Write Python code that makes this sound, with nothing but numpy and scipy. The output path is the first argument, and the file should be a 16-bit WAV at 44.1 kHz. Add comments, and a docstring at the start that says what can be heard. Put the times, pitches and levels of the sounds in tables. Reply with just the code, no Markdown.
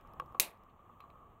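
"""Crown cap levered off a bottle

In a small, soft room a cap snaps free at 0.4 s: ringing modes and noise, near echoes, a fast noise tail.
Dull knocks ring the camera housing as damped modes, the hard one at 0.198 s with a bright clack.
Its focus motor ticks evenly at first (noise bursts); opener clicks, finger rubs, late bright ticks and
cap taps are bursts and modes. Filtered noise makes room rumble, housing drone and hiss."""
import sys
import numpy as np
from scipy import signal
from scipy.fft import rfft, irfft
from scipy.io import wavfile
from scipy.ndimage import uniform_filter1d

SR = 44100
rng = np.random.default_rng(int(sys.argv[2]) if len(sys.argv) > 2 else 0)


def to_wav(s):
    """Save 16-bit WAV."""
    ch = np.atleast_2d(s).T  # columns
    pcm = np.round(np.clip(ch, -1, 1) * 32767)  # PCM
    wavfile.write(sys.argv[1], SR, pcm.astype(np.int16))


N = 61739
T = np.arange(N) / SR

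# small metal contact, click and scrape spectrum: f/Hz, density/dB
CLICK = [(1300, -10), (1600, -0.5), (2500, 4.5), (3300, -2.5), (4100, -8), (4800, -18.5)]
SCRAPE_T60_S = 0.14


def undb(db):
    """dB to gain."""
    return 10 ** (np.asarray(db) / 20)


def curve(rows):
    """Gain over time, interpolated in dB from (t/s, level/dB) rows."""
    return undb(np.interp(T, *np.array(rows).T))


def coloured(points, size=N):
    """Noise of rms 1 with an (f/Hz, density/dB) spectrum, silent outside it."""
    f_hz, db = np.array(points).T
    bins_hz = np.fft.rfftfreq(size, 1 / SR) + 1
    gain = undb(np.interp(np.log(bins_hz), np.log(f_hz), db, -200, -200))
    x = irfft(rfft(rng.standard_normal(size)) * gain, size)
    return x / x.std()


def walk(rate_hz):
    """Random wander of spread 1: white noise averaged twice over 1/rate_hz."""
    k = int(SR / rate_hz)
    w = uniform_filter1d(uniform_filter1d(rng.standard_normal(N), k), k)
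    return w / w.std()


def envelope(t, rise_s, t60_s):
    """Exponential rise times a 60 dB decay in t60_s."""
    return (1 - np.exp(-t / rise_s)) * 1000. ** (-t / t60_s)


def ring(modes, rise_s, lag_at_1k_s=0.):
    """Sum of decaying sine modes (f/Hz, level/dB, T60/s); each starts late in proportion to its period."""
    out = 0
    for hz, db, t60_s in modes:
        t = np.maximum(T[:8192] - lag_at_1k_s * 1000 / hz, 0)
        out = out + undb(db) * envelope(t, rise_s, max(t60_s, 1e-3)) * np.sin(2 * np.pi * hz * t)
    return out


def burst(points, t60_s, rise_s):
    """Short puff of coloured noise."""
    t = T[:8192]
    return coloured(points, size=len(t)) * envelope(t, rise_s, t60_s)


def add(out, at_s, x):
    """Mix x in at a time."""
    i = int(at_s * SR)
    out[i:i + len(x)] += x[:N - i]


def room_rumble():
    """Low-weighted room noise, its level wandering."""
    # rumble spectrum: f/Hz, density/dB
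    spectrum = [(15, -5.5), (25, 0), (108, -4), (264, -10), (500, -13), (900, -10), (1250, -18.5),
                (1450, -28), (2000, -34.5)]
    # rumble level: t/s, level/dB
    level = [(0.0, -59.5), (0.338, -58.5), (0.51, -64), (0.7, -63.5), (1.054, -61), (1.4, -63.5)]
    return curve(level) * undb(1.1 * walk(15)) * coloured(spectrum)


def housing_drone():
    """The housing rings with handling rumble: a narrow noise band, its level wandering."""
    # drone level: t/s, level/dB
    level = [(0.0, -63), (0.15, -64), (0.272, -58.5), (0.358, -62), (0.54, -67.5), (0.75, -66.5),
             (1.016, -62), (1.4, -65.5)]
    centre_hz, width_hz = 1160.6, 170
    edge_hz = width_hz / 2
    spectrum = [(centre_hz - 3 * edge_hz, -22), (centre_hz - edge_hz, -3), (centre_hz, 0),
                (centre_hz + edge_hz, -3), (centre_hz + 3.04 * edge_hz, -24)]
    return curve(level) * undb(1.7 * walk(23.6)) * coloured(spectrum)


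def room_hiss():
    """Soft mid-band room noise, its level wandering."""
    # room hiss spectrum: f/Hz, density/dB
    spectrum = [(1300, -5.5), (1500, 1), (2000, -3), (3000, -4.5), (3800, -15.5), (4500, -26)]
    # room hiss level: t/s, level/dB
    level = [(0.0, -74), (0.388, -79.5), (0.7, -80), (1.144, -78.5), (1.4, -81.5)]
    return curve(level) * undb(1.2 * walk(35)) * coloured(spectrum)


def preamp_hiss():
    """High-band preamp noise on a slow level curve."""
    # preamp hiss spectrum: f/Hz, density/dB
    spectrum = [(4200, -12.5), (5000, -24.5), (5900, -11.5), (6900, -7), (9000, -11.5), (10200, -20.5),
                (11300, -13.5), (12500, -6.5), (15400, -5), (16000, -11.5)]
    # preamp hiss level: t/s, level/dB
    level = [(0.0, -86.5), (0.396, -83.5), (0.584, -88.5), (0.758, -89.5), (0.992, -86), (1.4, -89.5)]
    return curve(level) * coloured(spectrum)


def motor_ticks():
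    """Focus motor steps: evenly spaced noise bursts of uneven level."""
    # level of each motor step: level/dB
    levels = [-61.5, -66, -56.5, -54, -64, -64.5, -70, -66.5, -63, -67.5, -64.5]
    # tick spectrum: f/Hz, density/dB
    spectrum = [(2500, -4), (3300, -2.5), (4300, -17.5), (5300, -3.5), (6500, -18), (9500, -19),
                (12500, -4), (15800, -16)]
    start_s, period_s, t60_s = .0112, .06248, 0.0065
    out = np.zeros(N)
    for k, db in enumerate(levels):
        add(out, start_s + k * period_s, undb(db) * burst(spectrum, t60_s, 0.00012))
    return out


def housing_knocks():
    """Knocks carried into the housing excite its ring and a lower thud."""
    # knocks: t/s, level/dB, thud re ring/dB, rise/s
    knocks = [(0.049, -48, -8, 0.00084), (0.136, -48, -4, 0.0022), (0.1987, -28, -12, 0.00058),
              (0.2203, -42.5, -1, 0.001), (0.3227, -50.5, -12, 0.00091), (.347, -33, -11, 0.0028),
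              (0.359, -74, -15, 0.0035), (.368, -40, -14, 0.0035), (0.424, -54.5, -9, 0.0037),
              (0.629, -48.5, -9, 0.0052), (.792, -49, -9.5, 0.0032), (0.896, -43, -9.5, 0.0031),
              (1.003, -44.5, -12, 0.0012), (1.039, -44, -18, 0.0017), (1.05, -44.5, -27, 0.003),
              (1.126, -60, -14.5, 0.003), (1.156, -51.5, -5.5, 0.0011)]
    # housing modes: f/Hz, level/dB, T60/s
    housing = [(1124, 2.5, 0.036), (1206, -10.5, 0.049)]
    # thud modes: f/Hz, level/dB, T60/s
    thud = [(62, -14, 0.05), (163, -6, 0.026), (368, -7.5, 0.036), (506, 0.5, 0.034), (862, -3, 0.04)]
    out = np.zeros(N)
    for s, db, thud_db, rise_s in knocks:
        add(out, s, undb(db) * (ring(housing, rise_s) + undb(thud_db) * ring(thud, rise_s)))
    return out


def opener_clicks():
    """Opener on the cap: a noise click, a brighter shorter one and a slower scrape."""
    # clicks: t/s, level/dB, bright part/dB, scrape/dB (parts relative to level)
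    clicks = [(0.1981, -50, 0.5, -18), (.346, -65.5, -9, -4), (.697, -71, -18, -4.5)]
    # bright part spectrum: f/Hz, density/dB
    bright_spectrum = [(4500, -17), (5300, 5.5), (7500, -6.5), (9300, 10), (11000, -7), (12300, 1),
                       (15800, -21)]
    click_t60_s, bright_t60_s = 0.029, 0.011
    out = np.zeros(N)
    for s, db, bright_db, scrape_db in clicks:
        click = burst(CLICK, click_t60_s, 0.0003)
        bright = undb(bright_db) * burst(bright_spectrum, bright_t60_s, 0.00025)
        scrape = undb(scrape_db) * burst(CLICK, SCRAPE_T60_S, 0.0043)
        add(out, s, undb(db) * (click + bright + scrape))
    return out


def housing_clack():
    """Upper modes of the hard knock at 0.198 s: a bright, short clack on the housing."""
    # clack modes: f/Hz, level/dB, T60/s
    modes = [(1587, 1.5, 0.032), (2260, 0.5, 0.022), (2770, 1, .017), (3200, -5.5, 0.016),
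             (5030, -9.5, 0.013)]
    at_s, level_db = .1982, -44
    out = np.zeros(N)
    add(out, at_s, undb(level_db) * ring(modes, 0.00068))
    return out


def finger_rubs():
    """Fingers slide on the glass: decaying low-mid noise."""
    # rubs: t/s, level/dB, T60/s
    rubs = [(.344, -49, .09), (.405, -50, .2)]
    # rub spectrum: f/Hz, density/dB
    spectrum = [(150, -8), (360, 0.5), (520, -8), (800, 0.5), (950, -2), (1250, -6.5), (1700, -14.5)]
    out = np.zeros(N)
    for s, db, t60_s in rubs:
        add(out, s, undb(db) * burst(spectrum, t60_s, 0.0023))
    return out


def room_tail():
    """The room's answer to the pop: noise bands with their own decays and grainy levels."""
    # tail spectrum: f/Hz, density/dB
    spectrum = [(150, -16), (400, -13.5), (900, -10.5), (1450, -18.5), (1800, -13.5), (2200, -6.5),
                (2550, -0.5), (2800, -4.5), (3100, -10.5), (3800, -4), (5100, -11.5), (7000, -7),
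                (12600, -3.5), (15600, -13), (16100, -42)]
    # tail decay: f/Hz, T60/s
    decay = [(200, 0.3462), (1000, 0.41), (2500, 0.2), (4000, 0.18), (7000, 0.14), (12000, 0.15),
             (16000, 0.15)]
    level_db, rise_s = -28, 0.004
    grain_db, grain_rate_hz = 2, 280
    t = T[:16384]
    out = np.zeros(len(t))
    f_hz, t60_s = np.array(decay).T
    noise = rfft(coloured(spectrum, size=len(t)))
    bins_hz = np.fft.rfftfreq(len(t), 1 / SR)
    for k in range(len(f_hz)):
        # triangular bands over log frequency, summing to one
        weight = np.interp(np.log(bins_hz + 1), np.log(f_hz), np.arange(len(f_hz)) == k)
        band = irfft(noise * weight)
        gain = undb(level_db + grain_db * walk(grain_rate_hz)[:len(t)])
        out += gain * band * envelope(t, rise_s, t60_s[k])
    return out


def pop():
    """The cap snaps free: cap modes, gas and rim noise, air in the neck, early echoes and room tail."""
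    # cap modes: f/Hz, relative level/dB, T60/s
    cap_modes = [(2350, -3.5, 0.0051), (3922, -1.5, .004), (5190, -2.5, 0.004), (6320, -2, 0.0067)]
    # bright edge of the crack: f/Hz, relative level/dB, T60/s
    snap_modes = [(7700, 2, .0013), (10230, 4, 0.0016), (12500, 6, 0.0016), (15000, 5, .0013)]
    # air in the neck: f/Hz, relative level/dB, T60/s
    neck_modes = [(200, -5, .012), (350, -7, .02), (600, -9, .014), (760, 0, .018), (1250, -2, .04)]
    # early echoes: delay/s, crack level/dB, snap level/dB
    echoes = [(.0016, -12, -16), (.0031, -22, -12), (.0053, -10, -2), (.0068, -18, -10), (0.0113, -24, -20),
              (0.0198, -30, -20), (.0214, -26, -20)]
    at_s, level_db, neck_db = .3983, -5, -37
    lag_at_1k_s = .0012  # low modes speak later than high ones
    rattle_db, rattle_t60_s = -15, 0.016
    out = np.zeros(N)
    crack = ring(cap_modes, .0001, lag_at_1k_s) / 2
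    snap = ring(snap_modes, .00003, lag_at_1k_s) / 2
    rattle_noise = coloured([(1700, -8), (2400, -2.0), (6000, 0.5), (16000, 1.0)], size=8192)
    rattle = undb(rattle_db) * rattle_noise * 1000. ** (-T[:8192] / rattle_t60_s)
    neck = undb(neck_db) * ring(neck_modes, 0.00036)
    add(out, at_s, undb(level_db) * (crack + snap + rattle) - neck)
    for delay_s, crack_db, snap_db in echoes:
        add(out, at_s + delay_s, undb(level_db) * (undb(crack_db) * crack + undb(snap_db) * snap))
    add(out, at_s, room_tail())
    return out


def bright_ticks():
    """Late bright ticks: very short high noise bursts, the last on a motor step."""
    # ticks: t/s, level/dB
    ticks = [(.484, -57), (.4995, -61), (.5097, -53)]
    # bright tick spectrum: f/Hz, density/dB
    spectrum = [(5000, -12), (6500, -14), (9000, -9), (12500, 9), (14000, -11)]
    out = np.zeros(N)
    for s, db in ticks:
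        add(out, s, undb(db) * burst(spectrum, 0.0053, 0.00038))
    return out


def cap_taps():
    """The loose cap touches the glass: cap and glass modes, one echo and a scrape."""
    # taps: t/s, level/dB, bright part/dB, glass ring/dB (parts relative to level)
    taps = [(1.0051, -50, -8.5, -23), (1.1024, -57, -13, -31)]
    # tap modes: f/Hz, level/dB, T60/s
    tap_modes = [(2320, -4.5, 0.013), (2545, 2.5, 0.0096), (3110, -3.5, 0.011), (3830, -4, 0.0086)]
    # bright tap modes: f/Hz, level/dB, T60/s
    bright_modes = [(5600, -8.5, 0.007), (7500, -13, 0.0089), (9200, -11, .008), (10900, -4, 0.0063),
                    (12100, 0.5, 0.0073)]
    # glass modes: f/Hz, level/dB, T60/s
    glass_modes = [(4050, -1, 0.14), (4150, 0, .08)]
    echo_s, echo_db, scrape_db = 0.0049, -13, -18
    out = np.zeros(N)
    for s, db, bright_db, glass_db in taps:
        bright = undb(bright_db) * ring(bright_modes, .0002)
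        glass = undb(glass_db) * ring(glass_modes, .002)
        tap = undb(db) * (ring(tap_modes, 0.00033) + bright + glass)
        scrape = undb(db + scrape_db) * burst(CLICK, SCRAPE_T60_S, .004)
        add(out, s, tap + scrape)
        add(out, s + echo_s, undb(echo_db) * tap)
    return out


def scene():
    """All sources, mono."""
    background = room_rumble() + housing_drone() + room_hiss() + preamp_hiss()
    handling = motor_ticks() + housing_knocks() + opener_clicks() + housing_clack() + finger_rubs()
    opening = pop() + bright_ticks() + cap_taps()
    return (background + handling + opening)[None]


def record(dry):
    """The camera cuts the top: a steep elliptic low-pass."""
    top_hz = 16800
    return signal.sosfilt(signal.ellip(8, .2, 70, top_hz, fs=SR, output="sos"), dry)


dry = scene()
out = record(dry)
to_wav(out)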